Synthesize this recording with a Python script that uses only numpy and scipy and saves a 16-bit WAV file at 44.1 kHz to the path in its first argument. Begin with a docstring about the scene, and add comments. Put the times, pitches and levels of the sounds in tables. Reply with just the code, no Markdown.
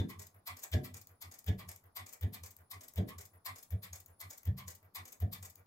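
"""A walking-foot sewing machine stitches leather slowly, one stitch every three quarters of a second.
In each stitch the needle stroke knocks, the feed chatters, hook and bobbin tick and the foot drops
with a clack: bursts of tiny impacts that ring the metal head. The table thumps, booms and rattles
under the knock. The drive hums in short swells and the thread rubs through its guides, over a faint
motor hiss and servo whine. A small workshop answers."""
import sys
import numpy as np
from scipy import signal
from scipy.fft import rfft, irfft
from scipy.io import wavfile

SR = 44100
rng = np.random.default_rng(int(sys.argv[2]) if len(sys.argv) > 2 else 0)


def persist_wave(psi):
    """Save psi, clipped to +-1, as 16-bit WAV."""
    counts = np.round(np.clip(psi, -1, 1) * 32767).astype(np.int16)
    wavfile.write(sys.argv[1], SR, np.atleast_2d(counts).T)


N = 249606
TIME = np.arange(N) / SR
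STITCH_S = 0.7475  # one turn of the main shaft

# How hard each stitch works; needle, feed and foot are offsets from their usual stroke:
# knock_s, thump_db, boom_db, clunk_db, rattle_db, needle_db, feed_db, foot_db
STITCHES = [(0.01, -29.5, -45, -42.5, -59, 12, -4.5, 0.5), (0.7579, -26.5, -43, -41, -44, 2.5, -1.5, -10.5),
            (1.505, -27, -44.5, -50.5, -50.5, -1.5, -5.5, -2), (2.2523, -29, -51, -54, -57, -7.5, 0, -7),
            (3.0, -28.5, -41.5, -46, -46.5, -4.5, -5, 2), (3.7473, -30.5, -56.5, -66, -59, -16.5, -1, -8),
            (4.495, -28, -43.5, -66.5, -61, -14, -3, -1), (5.2425, -28, -49.5, -55, -52.5, -14, 2, -6)]
KNOCK_S, THUMP_DB, BOOM_DB, CLUNK_DB, RATTLE_DB, NEEDLE_DB, FEED_DB, FOOT_DB = np.transpose(STITCHES)
# how much of that offset reaches the head: casting_share, linkage_share, steel_share
NEEDLE_SHARES, FEED_SHARES, FOOT_SHARES = (0.96, 1.23, 0.32), (0.033, 1, 1.3), (1, 0.45, 0.39)

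# metal contacts within a stitch: after_knock_s, spread_s, casting_db, linkage_db, steel_db
NEEDLE_ENTRY = [(-0.0395, 0.0017, -53, -56, -46.5)]
NEEDLE_STROKE = [(-0.017, 0.0022, -44.5, -43.5, -51.5)]
FEED_STROKE = [(0.0925, 0.0062, -50, -49.5, -45.5)]
FOOT_DROP = [(0.4592, 0.0027, -60, -62, -51), (0.466, 0.003, -43, -43.5, -41.5),
             (0.493, 0.0032, -49.5, -54, -65)]
BOBBIN_RATTLE = [(0.336, 0.0025, -63.5, -77, -64.5), (0.358, 0.0055, -82, -92, -68)]
BOBBIN_TICKS = [(0.3145, 0.00091, -67, -55.5, -48.5), (0.6855, 0.001, -60, -58.5, -52)]
# The hook turns twice a stitch, once with the thread and once idle:
# after_knock_s, spread_s, casting_db, linkage_db, steel_db, idle_offset_db
HOOK_TICKS = [(0.1868, 0.0029, -51.5, -47, -50.5, -3.5), (0.212, 0.0042, -59.5, -50, -52, -3),
              (0.258, 0.0028, -67.5, -55.5, -52.5, 3)]
# now and then the thread snaps off the hook with a sharper click: time_s, level_db
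THREAD_SNAPS = [(0.638, -39.5), (1.693, -47), (2.136, -47.5), (3.961, -56), (4.309, -48.5), (4.686, -46.5),
                (5.128, -52.5), (5.429, -60), (5.455, -52.5)]
# That click; its negative spread makes it swell, then stop short:
# spread_s, casting_offset_db, linkage_offset_db, steel_offset_db
SNAP_SHAPE = (-0.0036, -8, -1.5, -1.5)
# the hook snaps past the thread and rings: start_s, level_db
HOOK_PINGS = [(1.07, -60), (2.066, -52), (2.436, -52), (3.931, -41), (4.308, -45.5), (4.681, -45.5)]

# The head's three ringing parts (casting, linkage, small steel parts):
# low_hz, high_hz, wet_db, build_s, t60_s, stereo_correlation
HEAD_PARTS = [(413, 3330, 7.5, 0.01, 0.17, -0.36), (3070, 10350, -1.96, 0.00049, 0.18, 0.29),
              (10160, 14300, -13.5, 0.001, 0.28, 0.19)]
# resonances of the head: pitch_hz, width_hz, lift_db
HEAD_RESONANCES = [(615, 12.5, 4.5), (748, 33, 5.5), (902, 22, 6.5), (1064, 143, 6.5), (1164, 95, 7),
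                   (1720, 120, 3), (1975, 140, 8), (2152, 32, 2.5), (2312, 230, 7), (3560, 54, 6.5),
                   (3800, 930, 0.5), (5200, 1070, 5), (6650, 710, 9), (7790, 1020, 6), (12016, 800, 17)]
# tone colour of each kind of contact: frequency_hz, gain_db
FOOT_COLOUR = [(480, -13), (700, 1), (830, -3.5), (1050, 0.5), (1350, -6), (1700, -7), (2100, -4.5),
               (2900, -8), (4100, 4.5), (6500, -8), (9500, 0), (12000, 2), (15500, 13)]
FEED_COLOUR = [(480, -4), (900, -7), (1150, -4), (1400, -10.5), (1750, -3.5), (2800, -7), (4200, 4),
               (6500, -8.5), (9500, -2), (12000, -3), (15500, 8.5)]
NEEDLE_COLOUR = [(480, -1), (800, 8.5), (1150, -8), (1700, 10.5), (2100, 1.5), (2700, -5.5), (3400, -2.5),
                 (4200, -15), (7000, -24), (9500, -29), (12000, -16.5), (14000, 1), (15500, 5)]
TICK_COLOUR = [(480, 10.5), (900, 3), (1150, 0), (1500, 2.5), (2100, 0.5), (3200, -5), (5500, -2.5),
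               (7200, -1), (9500, -1.5), (12000, 3), (15500, 20)]
# tone colour of what rings on after a blow: frequency_hz, gain_db
LEVER_COLOUR = [(750, -21), (950, -7.5), (1070, 4.5), (1190, -1), (1350, -14.5), (1750, -13), (1990, 2.5),
                (2200, -2), (2450, -11), (3000, -24.5)]  # the foot's lever
BOOM_COLOUR = [(55, -6.5), (100, -6.5), (143, 0), (162, -3.5), (187, 3.5), (200, -4), (213, 0),
               (232, -17.5), (290, -22.5)]  # the table top
CLUNK_COLOUR = [(200, -14.5), (251, 9), (268, 0), (283, 2), (320, -10), (340, -0.5), (390, -8), (440, -8.5),
                (520, -18), (700, -31)]  # the frame under it
RATTLE_COLOUR = [(360, -18), (428, 4.5), (447, -1.5), (468, 2.5), (540, -8), (610, 1.5), (670, -6),
                 (735, -0.5), (820, -21.5), (1200, -28.5)]  # its loose fittings
BED_COLOUR = [(700, -21), (950, -5), (1030, 4), (1150, 7), (1260, -12), (1700, -24)]  # the bed plate
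TABLE_HZ = 91  # lowest resonance of the table

# the drive takes up load four times a stitch: after_knock_s, hum_db
DRIVE_LOADS = [(0.185, -50), (0.253, -61.5), (0.363, -60.5), (0.52, -52)]
# tone colour of the rubbing thread: frequency_hz, gain_db
THREAD_COLOUR = [(250, -4), (450, 5), (800, 0), (1150, 0), (1700, -1), (2300, -16), (3500, -48)]
# tone colour of motor hiss and room air: frequency_hz, gain_db
AIR_COLOUR = [(25, -8.5), (100, -2), (280, -7.5), (450, -12), (760, -9.5), (1150, -11), (1600, -22.5),
              (3000, -32), (5000, -26.5), (9000, -41), (12000, -29), (16000, -35)]
# level curve of the servo's whine: time_s, level_db
WHINE_LEVELS = [(0, -87.5), (2.4, -88.5), (2.9, -84.5), (4.15, -80), (4.4, -93), (5.66, -93)]
# stereo lean: frequency_hz, left_minus_right_db
STEREO_LEAN = [(100, -0.1), (400, -0.2), (1000, -0.3), (2200, -0.5), (4500, 2), (7000, 1.5), (11000, 3),
               (15000, 12)]


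def machine_head():
    """Foot, feed, needle bar and hook all sound through the same metal head."""
    foot = each_stitch(FOOT_DROP, FOOT_DB, FOOT_SHARES)
    parts = contacts(foot, FOOT_COLOUR, grain_db=3.5, attack=3.3, width=0.65)
    feed = each_stitch(FEED_STROKE, FEED_DB, FEED_SHARES)
    parts += contacts(feed, FEED_COLOUR, grain_db=1.4, attack=1.9, width=1.0)
    needle = each_stitch(NEEDLE_STROKE, NEEDLE_DB, NEEDLE_SHARES)
    parts += contacts(needle, NEEDLE_COLOUR, grain_db=3.5, attack=6.3, width=0.74)
    parts += contacts(ticks(), TICK_COLOUR, grain_db=5.0, attack=1.46, width=1.0)
    return sum(shifting_tail(part, *tail) for part, (_, _, *tail) in zip(parts, HEAD_PARTS))


def each_stitch(pattern, force_db=0, shares=(1, 1, 1), every=1, scatter_s=0.0006, scatter_db=0.2):
    """The shaft repeats its contacts every stitch, or every few; no two strokes are quite alike."""
    stitches = np.column_stack([KNOCK_S, force_db + np.zeros(len(KNOCK_S))])[every - 1::every]
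    hits = np.array([(knock_s + after_s, spread_s, *(levels + db * np.array(shares)))
                     for knock_s, db in stitches for after_s, spread_s, *levels in pattern])
    late, softer = rng.standard_normal((len(hits), 2)).T
    hits[:, 0] += scatter_s * late
    hits[:, 2:] -= scatter_db * softer[:, None]
    return hits


def ticks():
    """The light contacts: needle point, both turns of the hook, bobbin and thread snaps."""
    threaded = [row[:-1] for row in HOOK_TICKS]
    idle = [(after_s + STITCH_S / 2, spread_s, *(np.array(levels) + db))
            for after_s, spread_s, *levels, db in HOOK_TICKS]
    snaps = [(s, SNAP_SHAPE[0], *(np.array(SNAP_SHAPE[1:]) + db)) for s, db in THREAD_SNAPS]
    regular = each_stitch(NEEDLE_ENTRY + threaded + idle + BOBBIN_RATTLE)
    return np.vstack([regular, each_stitch(BOBBIN_TICKS, every=2), snaps])


def contacts(hits, colour, grain_db, attack, width, size=4096):
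    """Each contact is a cluster of tiny impacts that rings the three parts of the head."""
    hz = np.fft.rfftfreq(size, 1 / SR)
    t = (np.arange(size) - size // 4) / SR
    resonances_db = sum(lift_db / (1 + (2 * (hz - pitch_hz) / width_hz) ** 2)
                        for pitch_hz, width_hz, lift_db in HEAD_RESONANCES)
    body_db = curve(colour, hz) + resonances_db
    noise = rng.standard_normal((len(hits), 4, size))
    impacts = noise[:, :1] + width * noise[:, 1:3]  # partly different paths to left and right
    grain = amp(grain_db * np.repeat(noise[:, 3:, ::16], 16, axis=2))
    age = t / np.array(hits)[:, 1:2]  # age and attack count in spreads
    envelope = np.exp(-np.where(age < 0, (age / attack) ** 2, age / 2))
    chatter = rfft(impacts * grain * envelope[:, None])
    weight = np.linalg.norm(envelope, axis=1)[:, None, None]
    out = np.zeros((len(HEAD_PARTS), 2, N))
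    for part, (low_hz, high_hz, *_) in enumerate(HEAD_PARTS):
        band_db = -10 * np.log10((1 + (low_hz / (hz + 1)) ** 12) * (1 + (hz / high_hz) ** 20))
        rings = unit(irfft(chatter * body_response(body_db + band_db))) * weight
        for (hit_s, _, *levels), ring in zip(hits, rings):
            for channel, sound in zip(out[part], ring):
                add(channel, hit_s + t[0], amp(levels[part]) * sound)
    return out


def foot_lever(level_db=-52, after_s=0.456):
    """The foot's lever rings after each drop but the last, louder the harder the foot falls."""
    levels = level_db + 0.5 * FOOT_DB[:-1]
    ring = ring_on(LEVER_COLOUR, KNOCK_S[:-1] + after_s, levels, build_s=0.0083, t60=0.18, body_s=0.053)
    return shifting_tail(ring, wet_db=3.5, build_s=0.0027, t60=0.12, alike=-0.28)


def hook_pings(pitch_hz=6800, rise_s=0.0017, t60=0.0099):
    """The hook snaps past the thread with a short steel ping, each at a slightly different pitch."""
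    out, t = np.zeros(N), TIME[:SR // 10]
    envelope = (1 - np.exp(-t / rise_s)) ** 2 * amp(-60 * t / t60)
    envelope /= envelope.max()
    for (start_s, db), detune in zip(HOOK_PINGS, rng.standard_normal(len(HOOK_PINGS))):
        tone = np.sin(2 * np.pi * pitch_hz * (1 + 0.047 * detune) * t)
        add(out, start_s, np.sqrt(2) * amp(db) * envelope * tone)
    return workshop(out, wet_db=-8.5, build_s=0.0022, t60=0.18, alike=0.1)


def table_thumps(glide_hz=10, glide_s=0.021, rise_s=0.015, fall_s=0.014, second_db=-24, third_db=-31):
    """The needle stroke rocks the table for a few cycles; the pitch lifts as the load lets go."""
    out, t = np.zeros(N), np.arange(-SR // 8, SR // 8) / SR
    phase = 2 * np.pi * np.cumsum(TABLE_HZ + glide_hz * np.tanh(t / glide_s)) / SR
    phase -= phase[len(t) // 2]  # the crest lands on the knock
    envelope = np.exp(-0.5 * (t / np.where(t < 0, rise_s, fall_s)) ** 2)
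    overtones = amp(second_db) * np.cos(2 * phase) + amp(third_db) * np.cos(3 * phase)
    thump = np.sqrt(2) * envelope * (np.cos(phase) + envelope * overtones)
    for knock_s, db in zip(KNOCK_S, THUMP_DB):
        add(out, knock_s + t[0], amp(db) * thump)
    return workshop(out, wet_db=-19.0, build_s=0.012, t60=0.38, alike=1.0)


def table_shake(foot_clunk_db=-68.5, bed_db=-56):
    """The knock gives a centred boom and a wide clunk and rattle; foot and feed shake more lightly."""
    # these three start early and build into the knock
    boom = ring_on(BOOM_COLOUR, KNOCK_S - 0.033, BOOM_DB, build_s=0.02, t60=0.26, body_s=0.1)
    clunk = ring_on(CLUNK_COLOUR, KNOCK_S - 0.026, CLUNK_DB, build_s=0.016, t60=0.23, body_s=0.038)
    rattle = ring_on(RATTLE_COLOUR, KNOCK_S - 0.031, RATTLE_DB, build_s=0.0072, t60=0.21, body_s=0.039)
    drop_s = KNOCK_S + FOOT_DROP[1][0]
    foot = ring_on(CLUNK_COLOUR, drop_s, foot_clunk_db, build_s=0.013, t60=0.4, body_s=0.048)
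    feed_s = KNOCK_S[::2] + 0.078  # every second feed stroke rings the bed plate
    bed = ring_on(BED_COLOUR, feed_s, bed_db, build_s=0.012, t60=0.18, body_s=0.032)
    centre = shifting_tail(boom, wet_db=-11.0, build_s=0.0044, t60=0.53, alike=0.99)
    wide = shifting_tail(clunk + rattle + foot + bed, wet_db=-2.5, build_s=0.0045, t60=0.33, alike=0.18)
    return centre + wide


def ring_on(colour, starts_s, levels_db, build_s, t60, body_s, size=16384):
    """A struck body rings as coloured noise, with the energy of its level held for body_s."""
    out, t, hz = np.zeros(N), TIME[:size], np.fft.rfftfreq(size, 1 / SR)
    skirts_db = 20 * np.log10(1 + (hz / colour[-1][0]) ** 3 + (colour[0][0] / (hz + 1)) ** 3)
    response = body_response(curve(colour, hz) - skirts_db)
    envelope = (1 - np.exp(-t / build_s)) ** 2 * amp(-60 * t / t60)
    for start_s, db in np.broadcast(starts_s, levels_db):
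        burst = rng.standard_normal(size) * envelope
        ring = unit(irfft(rfft(burst) * response))
        add(out, start_s, amp(db) * np.sqrt(body_s * SR) * ring)
    return out


def drive_hum(swell_s=0.02, overtone_hz=152, overtone_db=-19, scatter_db=0.5):
    """Each push of the drive swells the table's low resonance, a little off pitch each time."""
    out, t = np.zeros(N), np.arange(-SR // 8, SR // 8) / SR
    envelope = np.exp(-0.5 * (t / swell_s) ** 2)
    swells = [(knock_s + after_s, db) for knock_s in KNOCK_S for after_s, db in DRIVE_LOADS]
    for peak_s, db in swells:
        hum_phase, overtone_phase, detune, softer = rng.random(4)
        hum = np.sin(2 * np.pi * (TABLE_HZ * (1 + 0.12 * (detune - 0.5)) * t + hum_phase))
        overtone = amp(overtone_db) * np.sin(2 * np.pi * (overtone_hz * t + overtone_phase))
        gain = np.sqrt(2) * amp(db - scatter_db * (2 * softer - 0.5))
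        add(out, peak_s + t[0], gain * envelope * (hum + overtone))
    return workshop(out, wet_db=-39, build_s=0.012, t60=0.79, alike=0.75)


def thread_rub(level_db=-70.5, after_s=0.364, pull_s=0.027):
    """The take-up lever draws the thread tight once a stitch, rubbing it softly through its guides."""
    colour = amp(curve(THREAD_COLOUR, np.fft.rfftfreq(N, 1 / SR)))
    hiss = np.sqrt(N) * unit(irfft(rfft(rng.standard_normal(N)) * colour, N))
    pulls = sum(np.exp(-0.5 * ((TIME - knock_s - after_s) / pull_s) ** 2) for knock_s in KNOCK_S)
    return workshop(amp(level_db) * pulls * hiss, wet_db=2, build_s=0.0018, t60=0.083, alike=0)


def motor_and_air(air_db=-74.5, whine_hz=10000, waver_db=4.5):
    """Motor hiss and room air, centred in the bass, under the thin wavering whine of the servo."""
    hz = np.fft.rfftfreq(N, 1 / SR)
    left, other, flutter = rfft(rng.standard_normal((3, N)))
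    alike = 1 / (1 + (hz / 600) ** 2)
    air = irfft(stereo_pair(left, other, alike) * amp(curve(AIR_COLOUR, hz)), N)
    waver = waver_db * np.sqrt(N) * unit(irfft(flutter * np.exp(-hz / 40), N))
    whine_db = np.interp(TIME, *np.transpose(WHINE_LEVELS)) + waver
    whine = np.sqrt(2) * amp(whine_db) * np.sin(2 * np.pi * whine_hz * TIME)
    return amp(air_db) * np.sqrt(N) * unit(air) + whine


def shifting_tail(sound, wet_db, build_s, t60, alike, tails=4):
    """The leather and the hands move on, so the stitches cycle through slightly different tails."""
    turn = np.floor(TIME / STITCH_S + 0.5) % tails
    return sum(workshop(sound * (turn == k), wet_db, build_s, t60, alike) for k in range(tails))


def workshop(sound, wet_db, build_s, t60, alike, right_delay_s=0.00017):
    """Direct sound arrives on the left first; dense ringing and reflections build and die behind it."""
    t = TIME[:SR // 2]
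    envelope = (1 - np.exp(-t / build_s)) * amp(-60 * t / t60)
    left, other = unit(rng.standard_normal((2, len(t))) * envelope)
    response = amp(wet_db) * stereo_pair(left, other, alike)
    response[0, 0] += 1
    response[1, round(right_delay_s * SR)] += 1
    return signal.oaconvolve(np.atleast_2d(sound), unit(response), axes=1)[:, :N]


def stereo_pair(left, other, alike):
    """Two independent noises become left and right, with correlation alike."""
    return np.array([left, alike * left + np.sqrt(1 - alike ** 2) * other])


def body_response(gain_db):
    """The minimum-phase response of a passive body: it rings only after the blow."""
    cepstrum = irfft(np.log(amp(np.maximum(gain_db, gain_db.max() - 80))))
    half = len(cepstrum) // 2
    cepstrum[1:half] *= 2
    cepstrum[half + 1:] = 0
    return np.exp(rfft(cepstrum))


def curve(points, hz):
    """An EQ curve: straight lines on a log-frequency axis."""
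    points_hz, gain_db = np.transpose(points)
    return np.interp(np.log(hz + 1), np.log(points_hz + 1), gain_db)


def amp(db):
    """Decibels to amplitude."""
    return 10 ** (np.asarray(db) / 20)


def unit(sound):
    """Scales each channel to unit energy."""
    return sound / np.sqrt(np.sum(sound ** 2, axis=-1, keepdims=True) + 1e-30)


def add(mix, start_s, sound):
    """Lays a sound into the mix, trimmed at both ends to fit."""
    start = round(start_s * SR)
    sound = sound[max(-start, 0):]
    part = mix[max(start, 0):][:len(sound)]
    part += sound[:len(part)]


def scene():
    """The machine's metalwork and its table in front; drive, thread and air behind."""
    metalwork = machine_head() + foot_lever() + hook_pings()
    return metalwork + table_thumps() + table_shake() + drive_hum() + thread_rub() + motor_and_air()


def record(dry, cutoff_hz=16000):
    """The treble leans to the left, and a steep low-pass trims the very top."""
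    lean = amp(curve(STEREO_LEAN, np.fft.rfftfreq(N, 1 / SR)))
    pan = np.array([lean, np.ones_like(lean)]) * np.sqrt(2 / (1 + lean ** 2))
    panned = irfft(rfft(dry) * pan, N)
    lowpass = signal.firwin(255, cutoff_hz, window=("kaiser", 9), fs=SR)
    return signal.oaconvolve(panned, lowpass[None], "same", axes=1)


dry = scene()
out = record(dry)
persist_wave(out)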